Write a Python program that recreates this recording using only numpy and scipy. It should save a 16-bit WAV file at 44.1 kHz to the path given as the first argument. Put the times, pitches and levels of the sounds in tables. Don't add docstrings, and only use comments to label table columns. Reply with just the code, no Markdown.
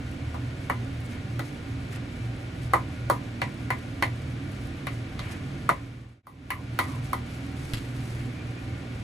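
import sys
import numpy as np
from scipy import signal
from scipy.fft import rfft, irfft, next_fast_len
from scipy.io import wavfile
from scipy.ndimage import map_coordinates

SR = 44100
rng = np.random.default_rng(int(sys.argv[2]) if len(sys.argv) > 2 else 0)


def output_pcm(signal):
    pcm = np.clip(np.atleast_2d(signal).T, -1, 1) * 32767
    wavfile.write(sys.argv[1], SR, np.round(pcm).astype(np.int16))


N = 398223

# frequency in Hz, relative level in dB.
STEEL_SPECTRUM = [(1500, -3.5), (2500, 7), (4300, 6), (5000, 1), (8500, -4), (9700, -3), (10700, -0.5),
                  (11800, 0.5), (13300, 6), (14700, -6.5), (16500, -13)]
# frequency in Hz, side minus mid in dB.
STEREO_WIDTH = [(40, -39), (120, -38.5), (260, -9.5), (450, -14.5), (800, 4.5), (1500, -7.5), (2300, 0.5),
                (3800, -5), (5200, 0), (6800, -16), (9000, -1.5), (11000, -1), (13000, 16), (15000, 43)]
# frequency in Hz, left minus right in dB.
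STEREO_LEAN = [(60, -.5), (130, -1), (270, -4.5), (450, -5), (1000, 1)]
FLAT = ((1000, 0),)


def from_db(db):
    return 10 ** (np.asarray(db) / 20)


def rms_one(x):
    return x / np.sqrt(np.mean(x ** 2) + 1e-20)


def at_hz(points, hz):
    known, values = np.transpose(points)
    return np.interp(np.log(np.maximum(hz, 1)), np.log(known), values)


def add(out, start_s, sound):
    start = int(np.clip(round(start_s * SR), 0, N - 1))
    out[:, start:start + sound.shape[-1]] += sound[..., :N - start]


def drift(rate_hz, size):
    hop = 32
    knots = rng.standard_normal(int(size / SR * rate_hz) + 4)
    positions = 1 + np.arange(size // hop + 2) * hop * rate_hz / SR
    coarse = map_coordinates(knots, [positions], order=3, mode="nearest")
    return np.interp(np.arange(size) / hop, np.arange(len(coarse)), coarse)


def lean(hz):
    return from_db(at_hz(STEREO_LEAN, hz) * np.array([[.5], [-.5]]))


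def noise(spectrum, size, colour=FLAT):
    padded = next_fast_len(size, True)
    hz = np.arange(padded // 2 + 1) * SR / padded
    shape = rms_one(from_db(at_hz(spectrum, hz)) * (hz > spectrum[0][0] / 2))
    mid, side = rfft(rng.standard_normal((2, padded))) * shape * from_db(at_hz(colour, hz))
    width = from_db(at_hz(STEREO_WIDTH, hz))
    stereo = (mid + side * width * [[1], [-1]]) / np.hypot(1, width)
    return irfft(stereo * lean(hz), padded)[:, :size]


def swell(size):
    return np.sin(np.pi * np.linspace(0, 1, size) ** 0.7).clip(0) ** 0.44


def fan(rotor_hz=19.65, wander=0.00796, flutter_share=0.72, flutter_hz=11, air_db=-45, rumble_db=-43.5):
    # frequency in Hz, relative level in dB.
    air = [(330, 1), (550, 1), (750, -0.5), (900, -4.5), (1200, -7), (1700, -5), (2300, -4.5), (3000, -9),
           (4000, -13.5), (5000, -17), (7000, -23), (10000, -26.5), (12800, -26.5), (14200, -32.5),
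           (16000, -51.5)]
    rumble = [(15, -33), (35, 7), (70, -6), (120, 11.5), (170, -10.5), (215, -0.5), (275, 8), (320, 0),
              (390, -4), (460, -26.5), (600, -46.5)]
    # multiple of the turning rate, relative level in dB.
    harmonics = [(2, -54.5), (3, -47.5), (4, -42.5), (5, -43.5), (6, -37), (7, -42.5), (8, -51), (9, -50.5),
                 (10, -50.5), (12, -49.5), (13, -51), (14, -47.5), (15, -53.5), (17, -54.5)]
    # frequency in Hz, bandwidth in Hz, level in dB.
    hood_modes = [(766.6, 7.2, -59), (1045, 36, -70.5), (1192, 20, -64.5), (1431, 12, -58.5),
                  (2197, 7.2, -61), (2310, 5.5, -62.5), (2440, 36, -73)]
    rotor_angle = 2 * np.pi * np.cumsum(rotor_hz * (1 + wander * drift(3, N))) / SR
    out = from_db(air_db) * noise(air, N) + from_db(rumble_db) * noise(rumble, N)
    for multiple, db in harmonics:
        phase = multiple * rotor_angle + rng.uniform(0, 2 * np.pi)
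        steady = np.sqrt(2 * (1 - flutter_share)) * np.sin(phase)
        shaken = drift(flutter_hz, N) * np.sin(phase) + drift(flutter_hz, N) * np.cos(phase)
        hum = steady + np.sqrt(flutter_share) * shaken
        out += from_db(db - 0.33) * lean(multiple * rotor_hz) * hum
    for hz, width_hz, db in hood_modes:
        radius = np.exp(-np.pi * width_hz / SR)
        feedback = [1, -2 * radius * np.cos(2 * np.pi * hz / SR), radius ** 2]
        out += from_db(db) * rms_one(signal.lfilter([1, 0, -1], feedback, rng.standard_normal((2, N))))
    return out


def rubbing(strokes, grain_db, slips_per_s=70, slip_decay_s=0.0012, slip_db=6):
    # frequency in Hz, relative level in dB.
    hiss = [(1500, 5.5), (3000, 3.5), (4500, 4), (7000, 0), (11000, 1), (12800, 3), (14500, -21)]
    out = np.zeros((2, N))
    for start, length, db in strokes:
        size = int(length * SR)
        slips = (rng.random(size) < slips_per_s / SR) * rng.uniform(.5, 1, size) * from_db(slip_db)
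        ticks = signal.lfilter([1], [1, -np.exp(-1 / (slip_decay_s * SR))], slips + 1e-18)
        grains = from_db(grain_db * (drift(900, size) + drift(75, size)))
        add(out, start, from_db(db) * noise(hiss, size) * rms_one(grains + ticks) * swell(size))
    return out


def bowl_slide():
    # start in seconds, length in seconds, level in dB.
    pushes = [(7.549, 0.4, -52), (7.94, 0.35, -52.5)]
    return rubbing(pushes, grain_db=0.5)


def kneading(strokes_per_s=6, length_s=0.12, level_db=-61, end_s=9, looseness=0.27):
    strokes = []
    for k, (late, longer, harder) in enumerate(rng.uniform(-1, 1, (end_s * strokes_per_s, 3))):
        start = (k + .5 + looseness * late) / strokes_per_s
        strokes.append((start, length_s * np.exp(looseness * longer), level_db + harder))
    return strokes


def mash(pop_t60=0.014):
    # start in seconds, length in seconds, level in dB.
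    firm_strokes = [(0.6, 0.1, -59), (1.09, 0.072, -55), (1.417, 0.095, -54.5), (1.905, 0.075, -50),
                    (2.615, 0.07, -52.5), (4.498, 0.2, -57), (4.92, 0.042, -54), (5.21, 0.1, -57),
                    (5.29, 0.094, -50), (6.813, 0.19, -51), (7.02, 0.11, -53.5), (7.25, 0.25, -56)]
    # start in seconds, relative level in dB, pitch in Hz.
    clear_pops = [(0.1141, -43, 9000), (0.914, -51, 9000), (1.0045, -44, 10000), (1.016, -48, 9500),
                  (1.036, -43, 12500), (1.047, -46, 9000), (1.054, -45, 8500), (1.061, -41, 9000),
                  (2.365, -48, 9000), (2.887, -48, 9000), (3.5438, -47, 11000), (3.788, -47, 9000),
                  (4.5181, -42, 10000), (4.672, -42, 11000), (7.045, -43, 9000)]
    light_strokes = kneading()
    faint_pops = [(start + length / 2, -56.5, 8900) for start, length, _ in light_strokes]
    out = rubbing(firm_strokes + light_strokes, grain_db=2.5)
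    t = np.arange(SR // 30) / SR
    for start, db, hz in clear_pops + faint_pops:
        pocket_spectrum = [(hz / 2, -19), (hz, 0), (hz * 2, -11)]
        add(out, start, noise(pocket_spectrum, len(t)) * from_db(db - 3 - 60 * t / pop_t60))
    return out


def scrapes(stereo_spread=0.67):
    # start in seconds, length in seconds, level in dB, kind of contact.
    drags = [(1.081, 0.14, -51, "edge"), (1.919, 0.091, -46.5, "edge"), (5.201, .19, -45, "edge"),
             (5.972, 0.2, -58, "base"), (6.509, 0.12, -45.5, "base"), (6.805, 0.067, -41, "wall"),
             (6.817, 0.2, -46, "base"), (8.155, 0.084, -52, "counter"), (8.324, 0.34, -56, "squeak")]
    resonances = {"base": (1240, 950, 170), "wall": (2170, 2020, 230), "edge": (1850, 1800, 1700),
                  "counter": (2050, 2200, 700), "squeak": (2405, 2430, 50)}
    out = np.zeros((2, N))
    for start, length, db, contact in drags:
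        first_hz, last_hz, width_hz = resonances[contact]
        size = int(length * SR)
        phase = 2 * np.pi * np.cumsum(np.geomspace(first_hz, last_hz, size)) / SR
        lowpass = signal.butter(2, width_hz / 2, fs=SR, output="sos")
        friction = signal.sosfilt(lowpass, rng.standard_normal((2, 2, size)))
        mid, side = friction[0] * np.sin(phase) + friction[1] * np.cos(phase)
        rub = mid + stereo_spread * side * [[1], [-1]]
        add(out, start, from_db(db) * rms_one(rub) * swell(size))
    return out


def ringing(modes, t, colour=FLAT, scatter_db=1.5, detune=0.0022, rise_s=0.00045):
    hz, db, t60 = np.transpose(modes)
    stronger, sharper = rng.standard_normal((2, len(hz)))
    strength_db = db + at_hz(colour, hz) + scatter_db * stronger
    envelopes = from_db(strength_db[:, None] - 60 * t / t60[:, None]) * (1 - np.exp(-(t / rise_s) ** 2))
    detuned_hz = hz * (1 + detune * sharper)
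    phase = 2 * np.pi * detuned_hz[:, None] * t + rng.uniform(0, 2 * np.pi, (len(hz), 1))
    skew = 0.88 * np.arctan(from_db(at_hz(STEREO_WIDTH, hz))) * (-1) ** np.arange(len(hz))
    return np.array([(envelopes * np.sin(phase + side * skew[:, None])).sum(axis=0) for side in (1, -1)])


def spoon_drop(tick_t60=0.016, thump_hz=121, thump_t60=0.07, room_t60=0.13):
    # start in seconds, level in dB.
    bounces = [(7.735, -31.5), (7.7386, -40), (7.7428, -38), (7.7465, -39.5), (7.753, -44), (7.771, -41),
               (7.779, -43.5)]
    # frequency in Hz, relative level in dB, t60 in seconds.
    spoon_modes = [(1280, -6, 0.052), (1640, -11, .05), (1990, -4.5, 0.048), (2740, -6, .06),
                   (3040, -10, .07), (3335, -4, .06), (3560, -10, .07), (3860, -14, .06), (4150, -12, .06),
                   (4420, -14, .08), (4900, -11, .06), (7246, -11, .04), (7740, -17, .06),
                   (11600, -12, .05)]
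    # frequency in Hz, relative level in dB.
    reflections = [(700, -8), (1300, -3), (2500, -1), (4500, 0), (6000, -15), (8000, -13), (12000, -13),
                   (15000, -28)]
    out = np.zeros((2, N))
    t = np.arange(SR // 4) / SR
    thump = np.sin(2 * np.pi * thump_hz * t) * from_db(13.5 - 60 * t / thump_t60)
    for start, db in bounces:
        tick = noise(STEEL_SPECTRUM, len(t)) * from_db(1 - 60 * t / tick_t60)
        room = noise(reflections, len(t)) * from_db(-7 - 60 * t / room_t60)
        add(out, start, from_db(db) * (tick + ringing(spoon_modes, t) + thump + room))
    return out


def flex(pitch_hz, level_db, t, colour):
    # multiple of the flex pitch, relative level in dB, rise in seconds.
    partials = [(1, 9, 0.0015), (1.75, -1.5, 0.0015)]
    # delay in seconds, left gain in dB, right gain in dB.
    echoes = [(0.0019, -23, -9), (0.0062, -6.5, -20.5)]
    multiple, db, rise_s = np.transpose(partials)
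    hz = pitch_hz * multiple
    age = t / rise_s[:, None]
    envelopes = from_db(level_db + db + at_hz(colour, hz))[:, None] * (age * np.exp(1 - age)) ** 2
    pulse = (envelopes * np.sin(2 * np.pi * hz[:, None] * t)).sum(axis=0)
    return pulse + sum(from_db([[left_db], [right_db]]) * np.interp(t - delay, t, pulse)
                       for delay, left_db, right_db in echoes)


def knock(flex_hz, flex_db, colour, crack_t60=0.014, crack_rise_s=0.0003,
          room_t60=0.17, room_rise_s=0.0036):
    # frequency in Hz, relative level in dB, t60 in seconds.
    bowl_modes = [(329.5, -8, 0.17), (567, -1, .08), (578, -4, 0.062), (762, 3.5, 0.057), (821, -4.5, 0.15),
                  (968, 0, .17), (1022, 0, 0.14), (1030, -6.5, 0.22), (1087, -4, 0.13), (1198, -2.5, 0.13),
                  (1255, -3.5, 0.13), (1418, -1.5, 0.063), (1495, -2.5, 0.053), (1677, 2.5, 0.027),
                  (1946, -6.5, 0.11), (1963, -4, 0.12), (2052, -4, 0.14), (1985, -7.5, .09),
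                  (2235, -10, .11), (2255, -6.5, 0.097), (2387, -7.5, .09), (2650, -11, .09),
                  (2870, -11, 0.099), (2950, -15.5, .07), (3125, -11, 0.11), (3720, -10, 0.064),
                  (4210, -11.5, 0.082), (4280, -11, 0.082), (4500, -16.5, .08)]
    # frequency in Hz, relative level in dB.
    reflections = [(200, -0.5), (480, 0), (700, 4.5), (830, 3.5), (1100, 6.5), (1550, -5.5), (2050, 2.5),
                   (2600, -7), (4200, -10.5), (5200, -17.5), (9000, -23.5), (10700, -20.5), (11800, -23),
                   (13400, -19.5), (14500, -35)]
    t = np.arange(SR // 4) / SR
    crack = noise(STEEL_SPECTRUM, len(t), colour) * from_db(4.5 - 60 * t / crack_t60)
    crack *= 1 - np.exp(-t / crack_rise_s)
    ring = ringing(bowl_modes, t, colour)
    room = noise(reflections, len(t), colour) * from_db(3.5 - 60 * t / room_t60)
    room *= 1 - np.exp(-(t / room_rise_s) ** 2)
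    return crack + flex(flex_hz, flex_db, t, colour) + ring + room


def spoon_knocks(node_db=-8.5, node_octaves=0.1):
    # start in seconds, level in dB, flex pitch in Hz, flex and thud in dB, wall ring in Hz,
    # then wall ring, upper-wall clink, edge ring and top glint in dB, and the node's frequency in Hz.
    blows = [(0.344, -40, 1060, -5, 1.5, 2060, -16, -12, -8, -2, 1700),
             (0.698, -28.5, 1084, 2, -1.5, 2030, 0, -3, -11, 3, 2580),
             (1.393, -39, 1390, 5.5, 4.5, 1700, 3, -6, 4, 10, 1020),
             (2.735, -19.5, 1160, 2.5, 0, 1990, -5.5, -9, -14.5, -0.5, 2700),
             (3.099, -20.5, 1040, -1, -2.5, 2040, -11.5, -19, -11.5, 4.5, 2820),
             (3.4165, -31.5, 1030, -4, 1, 2220, 6.5, 5.5, 0.5, -2, 1290),
             (3.704, -30.5, 1080, -9, -1, 2180, 7, -4, -5.5, 6, 1310),
             (4.024, -28.5, 1030, -5, 3.5, 2120, 9, 1, 2.5, 8, 1310),
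             (4.869, -38, 1210, -1, 1.5, 2180, 6, 8, 2.5, 8, 930),
             (5.192, -43, 1280, 0, -6, 2060, 3, -4, 12, 5, 900),
             (5.691, -19.5, 1244, 3.5, -1.5, 2030, -2, -10, -11, 0, 880),
             (6.269, -27, 1170, 1.5, -6, 2060, -9.5, -14, -9.5, 10, 1700),
             (6.504, -27, 1260, -4, -6, 2080, 6, 4, -3.5, 13.5, 1470),
             (6.789, -26, 1360, 2.5, -2, 2070, 2.5, -5, 0, 10.5, 1730),
             (7.131, -30, 1190, 5, -3, 2050, -3.5, -22, -6.5, 7.5, 1660)]
    out = np.zeros((2, N))
    hz = np.geomspace(100, 20000, 300)
    for start, db, flex_hz, flex_db, *tone in blows:
        thud_db, wall_hz, wall_db, clink_db, edge_db, glint_db, node_hz = tone
        tick_db = 0.53 * edge_db
        bands = [(640, thud_db), (1130, 0), (wall_hz, wall_db), (3020, clink_db),
                 (3100, edge_db), (7560, tick_db), (12800, glint_db)]
        notch_db = node_db * np.exp(-(np.log2(hz / node_hz) / node_octaves) ** 2)
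        colour = np.column_stack([hz, at_hz(bands, hz) + notch_db])
        add(out, start, from_db(db) * knock(flex_hz, flex_db, colour))
    return out


def fade(quietest_s=6.226, out_s=0.63, in_s=0.61, floor_db=-53):
    t = np.arange(N) / SR
    falling = np.clip((quietest_s - t) / out_s, 0, 1) ** 1.03
    rising = np.clip((t - quietest_s) / in_s, 0, 1)
    return np.maximum(falling + rising, from_db(floor_db))


def scene():
    return spoon_knocks() + spoon_drop() + fan() + scrapes() + bowl_slide() + mash()


def record(dry):
    lowpass = signal.ellip(10, .1, 90, 16400, fs=SR, output="sos")
    return signal.sosfilt(lowpass, dry * fade())


dry = scene()
out = record(dry)
output_pcm(out)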